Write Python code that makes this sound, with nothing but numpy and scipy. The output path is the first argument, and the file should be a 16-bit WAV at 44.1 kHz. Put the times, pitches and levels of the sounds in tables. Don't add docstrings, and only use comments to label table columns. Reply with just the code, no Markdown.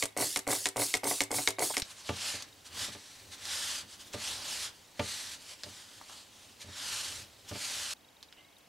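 import sys
import numpy as np
from scipy import signal
from scipy.fft import rfft, irfft, next_fast_len
from scipy.io import wavfile
from scipy.ndimage import uniform_filter1d, map_coordinates

SR = 44100
rng = np.random.default_rng(int(sys.argv[2]) if len(sys.argv) > 2 else 0)


def log_audio(samples):
    frames = np.atleast_2d(samples).T
    limited = np.clip(frames, -1, 1)
    pcm = np.round(limited * 32767).astype(np.int16)
    wavfile.write(sys.argv[1], SR, pcm)


N = 382788
TIME = np.arange(N) / SR
RING_TIME = np.arange(SR // 3) / SR
SWITCH_S = (1.8295, 7.937)

# f/Hz, level/dB
HUSH_COLOUR = [(15, -46), (25, -25), (64, -6.5), (161, -7), (309, -3.5), (344, -8), (641, -7), (887, -7.5),
               (1400, -12.5), (3430, -10.5), (3720, -27), (4030, -13.5), (16000, -24.5)]
# f/Hz, fade/s
ROOM_FADE = [(100, 0.068), (500, 0.21), (2000, 0.28), (6000, 0.15), (14000, 0.049)]
# f/Hz, level/dB
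STEREO_WIDTH = [(60, -7.5), (300, 2), (700, 2.5), (1400, 2), (3300, -4), (6500, 1), (9800, 2), (12000, -29),
                (16000, -11)]

# t/s, level/dB, f/Hz, fade/s
TAPS = [(1.739, -39.5, 2840, 0.014), (1.82, -30.5, 4330, 0.0029), (2.423, -38.5, 5160, 0.0041),
        (3.4537, -31.5, 5200, 0.00066), (4.1355, -34, 3860, 0.00082), (5.635, -29.5, 4170, 0.00053),
        (6.013, -45.5, 1130, 0.0033), (6.095, -55, 1040, 0.055), (6.616, -47, 4480, 0.0079),
        (7.489, -47, 6460, 0.018), (8.228, -39, 4400, 0.00047), (8.326, -47, 3370, 0.0013),
        (8.584, -61, 8500, .005)]
# t/s, level/dB
SLIDE_LEVEL = [(8.33, -86), (8.38, -58), (8.41, -64), (8.46, -81), (8.53, -74), (8.6, -91)]
# f/Hz, level/dB
SLIDE_COLOUR = [(300, -4), (700, -8), (1500, -7), (3000, 2), (4500, -9), (9000, -27)]
# f/Hz, width/Hz, boost/dB
SLIDE_PEAKS = [(650, 200, 9), (2900, 300, 11)]
# t/s, f/Hz, level/dB
SQUEAK = [(8.36, 2040, -85), (8.4, 2050, -61), (8.46, 2170, -69), (8.52, 2220, -69), (8.57, 2260, -87)]

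# t/s, level/dB, hardness/dB
PATS = [(2.0903, -30.5, 1.5), (2.339, -45.5, 2), (2.878, -44.5, -6), (2.949, -47, 2.5), (3.263, -55, -21),
        (3.828, -51.5, -9), (4.14, -36.5, -1), (4.9938, -29.5, 3), (5.636, -51, -1), (5.662, -47.5, -5),
        (6.639, -46.5, -17), (6.679, -47.5, -10), (7.068, -53, -22), (7.18, -49.5, -21), (7.512, -36.5, -4),
        (7.553, -42.5, -1.5), (7.758, -52, -16)]
# f/Hz, level/dB
PAT_COLOUR = [(60, -14), (500, -8), (1200, -14), (2000, -15.5), (3000, -16.5), (5000, -24.5), (12000, -45)]
# f/Hz, level/dB, fade/s
TABLE_NOTES = [(88.6, -2, 0.21), (119, -4.5, 0.2), (175, -10.5, 0.25), (214.4, -9, 0.27),
               (261, -2.5, 0.091), (294.5, -3, 0.14), (406, -2.5, 0.12), (471, -7.5, 0.15),
               (585, 8.5, 0.066), (705, -5.5, 0.13), (883, -1.5, 0.096), (1208, -6, 0.11)]
# start/s, stop/s, speeding up/s, slowing down/s, level/dB, easing off/(dB per s), drag/dB
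WIPES = [(2.125, 2.418, 0.21, 0.17, -33, 0, -55.5), (2.732, 2.921, .12, 0.14, -34, 0, -52),
         (3.392, 3.838, 0.16, 0.071, -36, 6.5, -58), (4.153, 4.446, 0.15, 0.22, -35.5, 0, -54),
         (4.38, 4.709, 0.15, 0.073, -37.5, 2, -61), (4.984, 5.387, 0.13, 0.055, -38.5, 28, -66),
         (6.701, 7.265, 0.28, 0.095, -36.5, 33.5, -62), (7.504, 8.0, 0.16, .06, -37, 7, -65)]
# middle t/s, half length/s, level/dB
BRUSHES = [(1.87, .04, -51), (1.914, 0.014, -45.5), (1.996, 0.035, -50), (2.085, 0.026, -43),
           (2.668, 0.012, -48), (2.933, 0.013, -44.5), (3.047, 0.19, -53.5), (3.336, 0.018, -45.5),
           (3.927, .03, -49), (4.015, 0.017, -47.5), (4.075, .015, -52), (4.142, 0.0086, -40),
           (4.76, 0.027, -58.5), (5.435, 0.031, -50.5), (5.504, 0.026, -46), (5.74, 0.11, -50),
           (5.958, 0.082, -54.5), (6.144, 0.068, -50.5), (6.42, 0.098, -59), (6.62, 0.016, -47),
           (6.786, 0.022, -45), (7.498, .014, -48)]
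# f/Hz, level/dB
CLOTH_COLOUR = [(120, -40), (200, -13), (294, -12.5), (347, -31), (465, -13.5), (601, -5), (647, -8),
                (899, -3), (968, -3), (1650, -3.5), (2330, -3.5), (4270, 1), (8580, -5.5), (11500, -13),
                (16000, -36)]
# f/Hz, width/Hz, boost/dB
INSOLE_PEAKS = [(1680, 400, 1), (3050, 860, 2.5)]
# f/Hz, level/dB
DRAG_COLOUR = [(30, -14), (60, -8.5), (95, 0), (140, -11.5), (260, -11), (500, -12), (1200, -25.5)]

# start t/s, piston hits bottom t/s, mist level/dB, knock level/dB
PULLS = [(-.14, -.083, -27.5, -30), (0.1659, 0.2233, -29, -25), (0.468, 0.527, -29.5, -23.5),
         (0.76, .818, -29, -25), (1.034, 1.111, -29.5, -24.5), (1.307, 1.385, -30, -26.5),
         (1.585, 1.6222, -30, -23.5)]
# t/s, level/dB
SNAPS = [(0.025, -20), (0.3604, -20), (0.6567, -18.5), (0.9399, -16.5), (1.2056, -17.5), (1.4748, -16.5),
         (1.768, -20.5)]
# t/s after the snap, level/dB
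VALVE_SHUTS = [(0.0118, -24.5), (0.031, -28.5)]
# f/Hz, level/dB
FULL_MIST = [(60, -63), (115, 6), (180, -14.5), (300, 0.5), (700, -24), (1400, -12), (2700, -11.5),
             (4400, -4), (6000, -3.5), (8200, 0), (10000, -1), (12500, -8.5), (16000, -12.5)]
# f/Hz, level/dB
LATE_MIST = [(60, -53), (115, -28), (400, -14.5), (1400, -15), (2700, -7), (4500, -2), (6000, -1.5),
             (8200, 0.5), (11000, -3), (12500, -8.5), (16000, -16)]
# f/Hz, width/Hz, boost/dB
NOZZLE_PEAKS = [(4430, 120, 7.5), (8340, 170, 2.5), (9750, 500, 1.5), (10900, 170, -3)]
# f/Hz, level/dB, fade/s
BOTTLE_NOTES = [(106.7, -26, 0.44), (284, -8.5, 0.15), (387, -12.5, 0.22), (440, -8, 0.08),
                (490, -16, 0.16), (552, -7.5, 0.097), (645, -15, 0.16), (739.5, -6, 0.1),
                (887, -13.5, 0.12), (983, -13.5, 0.1), (1138, -6, 0.031), (1540, -7, 0.022),
                (2032, -4.5, 0.031), (2210, -4.5, 0.032)]
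# f/Hz, level/dB, fade/s
SPRING_NOTES = [(1920, -2, 0.026), (2164, 3.5, 0.029), (2254, -7.5, 0.05), (2264, -16, 0.038)]
# f/Hz, level/dB
CLATTER_COLOUR = [(60, -33), (200, -13), (450, -3.5), (950, -3), (1500, -18), (2200, -11.5), (3000, -20),
                  (8000, -34)]
# f/Hz, level/dB
SNAP_COLOUR = [(200, -23), (1200, -3), (2200, -1), (3500, 2), (5500, -1), (7200, 1.5), (10000, -6.5),
               (12500, -15), (16000, -23)]
# f/Hz, level/dB
TICK_COLOUR = [(300, -2.5), (3000, -7.5), (5200, -3), (6700, -1), (8700, 2.5), (10800, -7.5), (12300, -8.5),
               (16000, -25)]


def amp(db):
    return 10 ** (np.asarray(db) / 20)


def unit(x):
    return x / np.sqrt(np.mean(x ** 2) + 1e-20)


def read(points, hz):
    f, value = np.transpose(points)
    return np.interp(np.log(hz + 1), np.log(f + 1), value)


def curve(rows, column=1):
    rows = np.array(rows)
    return np.interp(TIME, rows[:, 0], rows[:, column])


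def add(mix, s, sound):
    at = round(s * SR)
    sound = sound[max(-at, 0):]
    part = mix[max(at, 0):][:len(sound)]
    part += sound[:len(part)]


def colour(x, points, peaks=(), size=4096):
    f = abs(np.fft.fftfreq(size, 1 / SR))
    peaks_db = sum(db / (1 + (2 * (f - hz) / width) ** 2) for hz, width, db in peaks)
    log_gain = np.log(unit(amp(read(points, f) + peaks_db)) + 1e-6)
    response = np.fft.ifft(np.exp(np.conj(signal.hilbert(log_gain)))).real
    return signal.oaconvolve(x, response[:size // 2])[:len(x)]


def wander(rate_hz):
    size = next_fast_len(N)
    spectrum = rfft(rng.standard_normal(size)) / (1 + (np.fft.rfftfreq(size, 1 / SR) / rate_hz) ** 4)
    return unit(irfft(spectrum, size)[:N])


def grains(per_s, spread_db):
    size = amp(spread_db * np.minimum(rng.exponential(1, N), 5))
    return unit(size * rng.choice([-1, 1], N) * (rng.random(N) < per_s / SR))


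def ring(notes, scatter_db, rise_s, tilt_db=0, detune=0):
    hz, db, fade_s = np.transpose(notes)[:, :, None]
    sign = rng.choice([-1, 1], hz.shape)
    uneven, shift = rng.standard_normal((2, *hz.shape))
    usual = amp(db + tilt_db * np.log2(hz / np.median(hz)))
    gain = usual * amp(scatter_db * np.tanh(uneven))
    gain *= np.sqrt((usual ** 2 * fade_s).sum() / (gain ** 2 * fade_s).sum())
    fade = np.exp(-np.log(1000) * RING_TIME / fade_s)
    waves = sign * gain * fade * np.sin(2 * np.pi * hz * (1 + detune * shift) * RING_TIME)
    return waves.sum(0) * (1 - np.exp(-RING_TIME / rise_s))


def crack(points, fall_s, tail_db, tail_s):
    level = np.exp(-RING_TIME / fall_s) + amp(tail_db) * np.exp(-RING_TIME / tail_s)
    return colour(level * rng.choice([-1, 1], len(RING_TIME)), points)


def patchy(x, depth_db, size=4):
    bands = signal.stft(x, SR, nperseg=512)[2]
    patches = uniform_filter1d(rng.standard_normal(bands.shape), size, axis=0)
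    patches = unit(uniform_filter1d(patches, size, axis=1))
    return signal.istft(bands * amp(depth_db * patches), SR, nperseg=512)[1][:N]


def table_echo(x, delay_s, sway_s, echo_db):
    lag = (delay_s + sway_s * wander(1.56)) * SR
    return x + amp(echo_db) * map_coordinates(x, [np.arange(N) - lag], order=3)


def room(x, echo_db):
    early_boost = 1 + 2 * np.exp(-RING_TIME / 0.0039)
    echoes = rng.standard_normal((2, len(RING_TIME))) * (RING_TIME > .003) * early_boost
    hz, t, bands = signal.stft(echoes, SR, nperseg=256)
    fade = np.exp(-np.log(1000) * t / read(ROOM_FADE, hz)[:, None])
    tail = signal.istft(bands * fade, SR, nperseg=256)[1][:, :len(RING_TIME)]
    tail /= np.linalg.norm(tail[0])
    return x + amp(echo_db) * signal.fftconvolve(x[None], tail, axes=1)[:, :N]


def background(hush_db=-62.5, side_db=-7, pip_hz=3780, pip_db=-59, pip_s=0.0032, gap_s=.04):
    middle, side = (colour(rng.standard_normal(N), HUSH_COLOUR) for _ in range(2))
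    hush = amp(hush_db) * (middle + amp(side_db) * np.array([side, -side]))
    from_pip_s = (TIME + .011) % gap_s - gap_s / 2
    pip_level = amp(pip_db + 4 * wander(16)) * np.exp(-(from_pip_s / pip_s) ** 2)
    return hush + pip_level * np.sin(2 * np.pi * pip_hz * TIME + wander(50))


def handling():
    scrape = colour(grains(5000, 2.7), SLIDE_COLOUR, SLIDE_PEAKS) * amp(curve(SLIDE_LEVEL))
    cycles = np.cumsum(curve(SQUEAK) * (1 + 0.013 * wander(120))) / SR
    squeak = amp(curve(SQUEAK, column=2) + 2.8 * wander(60)) * np.sin(2 * np.pi * cycles)
    out = (scrape + squeak) * (TIME > SLIDE_LEVEL[0][0])
    for s, db, hz, fall_s in TAPS:
        band = [(hz / 8, -16), (hz / 2, -7), (hz, 0), (hz * 2, -14), (hz * 4, -30)]
        add(out, s, amp(db) * crack(band, fall_s, tail_db=-10, tail_s=0.0096))
    return out


def pats():
    out = np.zeros(N)
    for s, db, hard_db in PATS:
        slap = amp(hard_db + 0.5) * crack(PAT_COLOUR, fall_s=0.0069, tail_db=-18.5, tail_s=0.046)
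        boom = ring(TABLE_NOTES, scatter_db=2.5, rise_s=0.009, tilt_db=0.29 * hard_db, detune=0.01)
        cushion = 1 - np.exp(-RING_TIME * amp(hard_db) / 0.00072)
        add(out, s, amp(db) * cushion * (slap + amp(-14.5) * unit(boom)))
    return out


def hand_motion(sleeve_db=-61.5, lean_db=-66, ends_db=16, brush_tilt_db=1.1, fast_tilt_db=1.6):
    power = amp(sleeve_db) ** 2
    for s, half_s, db in BRUSHES:
        power += amp(db) ** 2 * np.exp(-((TIME - s) / half_s) ** 2)
    tilt = brush_tilt_db * power
    drag = amp(lean_db) ** 2
    for start, stop, rise_s, fall_s, db, easing_db, drag_db in WIPES:
        early = np.maximum(1 - (TIME - start) / rise_s, 0)
        late = np.maximum(1 - (stop - TIME) / fall_s, 0)
        slow_db = ends_db * (early ** 1.95 + late ** 1.95)
        eased_db = easing_db * np.clip(TIME - start - rise_s, 0, stop - start)
        wipe = amp(db - slow_db - eased_db) ** 2
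        power += wipe
        tilt += wipe * (fast_tilt_db - 0.18 * slow_db)
        drag += amp(drag_db - 0.65 * slow_db) ** 2
    return np.sqrt(power), tilt / power, np.sqrt(drag)


def cloth(pivot_hz=4500):
    level, tilt, drag = hand_motion()
    fibres = colour(grains(30000, 2.4), CLOTH_COLOUR, INSOLE_PEAKS)
    hz, t, bands = signal.stft(fibres, SR, nperseg=512)
    octaves = np.clip(np.log2((hz + 1) / pivot_hz), -2, 2)[:, None]
    rub = signal.istft(bands * amp(octaves * np.interp(t, TIME, tilt)), SR, nperseg=512)[1][:N]
    rub *= level * amp(0.94 * wander(54) + 0.3 * wander(10.4) - 0.78)
    rub = table_echo(rub, delay_s=0.00058, sway_s=0.00016, echo_db=-13.5)
    rumble = colour(rng.standard_normal(N), DRAG_COLOUR) * drag * amp(2.4 * wander(3.2) + 0.5)
    return rub + rumble


def squelch_and_cutoff_thump(at_s=1.702, hz=880, db=-35, thump_s=1.8235, thump_hz=100, thump_db=-35):
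    out = np.zeros(N)
    burst = np.exp(-(RING_TIME / .012) ** 4) * rng.choice([-1, 1], len(RING_TIME))
    band = [(hz / 4, -20), (hz / 2, -7), (hz, 0), (hz * 2, -30), (hz * 4, -50)]
    add(out, at_s, amp(db) * colour(burst, band, [(hz, 400, 4)]))
    half_wave = np.sin(2 * np.pi * thump_hz * RING_TIME) * (RING_TIME * thump_hz < .5)
    add(out, thump_s, amp(thump_db) * half_wave)
    return out


def mist(rise_s=0.049, swell_db=18, sag_db=9.5, sag_s=0.057, let_go_s=0.014, close_s=0.033):
    full, late = np.zeros(N), np.zeros(N)
    for (start, _, db, _), (snap_s, _) in zip(PULLS, SNAPS):
        age = np.maximum(TIME - start, 0)
        spent = 1 - np.exp(-(np.maximum(age - rise_s, 0) / sag_s) ** 2)
        level = amp(db - swell_db * np.maximum(1 - age / rise_s, 0) - sag_db * spent)
        level *= (TIME > start) * np.exp(-np.maximum(TIME - snap_s + let_go_s, 0) / close_s)
        full += level * np.sqrt(1 - spent)
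        late += level * np.sqrt(spent)
    hiss = full * colour(grains(16000, 3.4), FULL_MIST, NOZZLE_PEAKS)
    hiss += late * colour(grains(14000, 1.8), LATE_MIST, NOZZLE_PEAKS)
    hiss = patchy(hiss, depth_db=2.5) * amp(1.3 * wander(150) - 1.2)
    return table_echo(hiss, delay_s=0.000731, sway_s=.00012, echo_db=-13)


def valve_tick():
    return crack(TICK_COLOUR, fall_s=0.00068, tail_db=-5.5, tail_s=0.0056)


def piston_knock(tilt_db):
    body = ring(BOTTLE_NOTES, scatter_db=2.5, rise_s=0.0015, tilt_db=tilt_db, detune=0.0097)
    clatter = crack(CLATTER_COLOUR, fall_s=0.0013, tail_db=-11, tail_s=0.022)
    return amp(-5) * body + amp(-7) * clatter


def trigger_snap():
    stop = crack(SNAP_COLOUR, fall_s=0.0011, tail_db=-11, tail_s=0.017)
    body = ring(BOTTLE_NOTES, scatter_db=4.5, rise_s=0.0034, detune=0.0085)
    spring = ring(SPRING_NOTES, scatter_db=7, rise_s=0.00029)
    return amp(-1.5) * stop + amp(-9) * body + amp(-7) * spring


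def trigger_pulls(open_s=.0085, open_db=-27, slips=3, slip_gap_s=.018):
    out = np.zeros(N)
    for (start, bottom_s, _, knock_db), (snap_s, snap_db) in zip(PULLS, SNAPS):
        add(out, start + open_s, amp(open_db) * valve_tick())
        for slip in range(slips):
            add(out, start + slip * slip_gap_s, amp(knock_db) * piston_knock(tilt_db=0.6))
        add(out, bottom_s, amp(knock_db + 1.5) * piston_knock(tilt_db=2.5))
        add(out, snap_s, amp(snap_db) * trigger_snap())
        for delay_s, db in VALVE_SHUTS:
            add(out, snap_s + delay_s, amp(db) * valve_tick())
    return out


def scene():
    spraying = room(mist(), echo_db=-16) + room(trigger_pulls() + squelch_and_cutoff_thump(), echo_db=-14)
    wiping = room(cloth(), echo_db=-12) + room(pats(), echo_db=-17)
    stage = np.searchsorted(SWITCH_S, TIME)
    sound = spraying * (stage == 0) + wiping * (stage == 1) + room(handling(), echo_db=-12)
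    return (sound + background()) * amp([[-.2], [.2]])


def record(dry, top_hz=15800):
    middle, side = (dry[0] + dry[1]) / 2, (dry[0] - dry[1]) / 2
    side = irfft(rfft(side) * amp(read(STEREO_WIDTH, np.fft.rfftfreq(N, 1 / SR))), N)
    pair = np.array([middle + side, middle - side])
    low_pass = signal.firwin(511, top_hz, window=("kaiser", 9), fs=SR)
    return signal.oaconvolve(pair, low_pass[None], "same")


dry = scene()
out = record(dry)
log_audio(out)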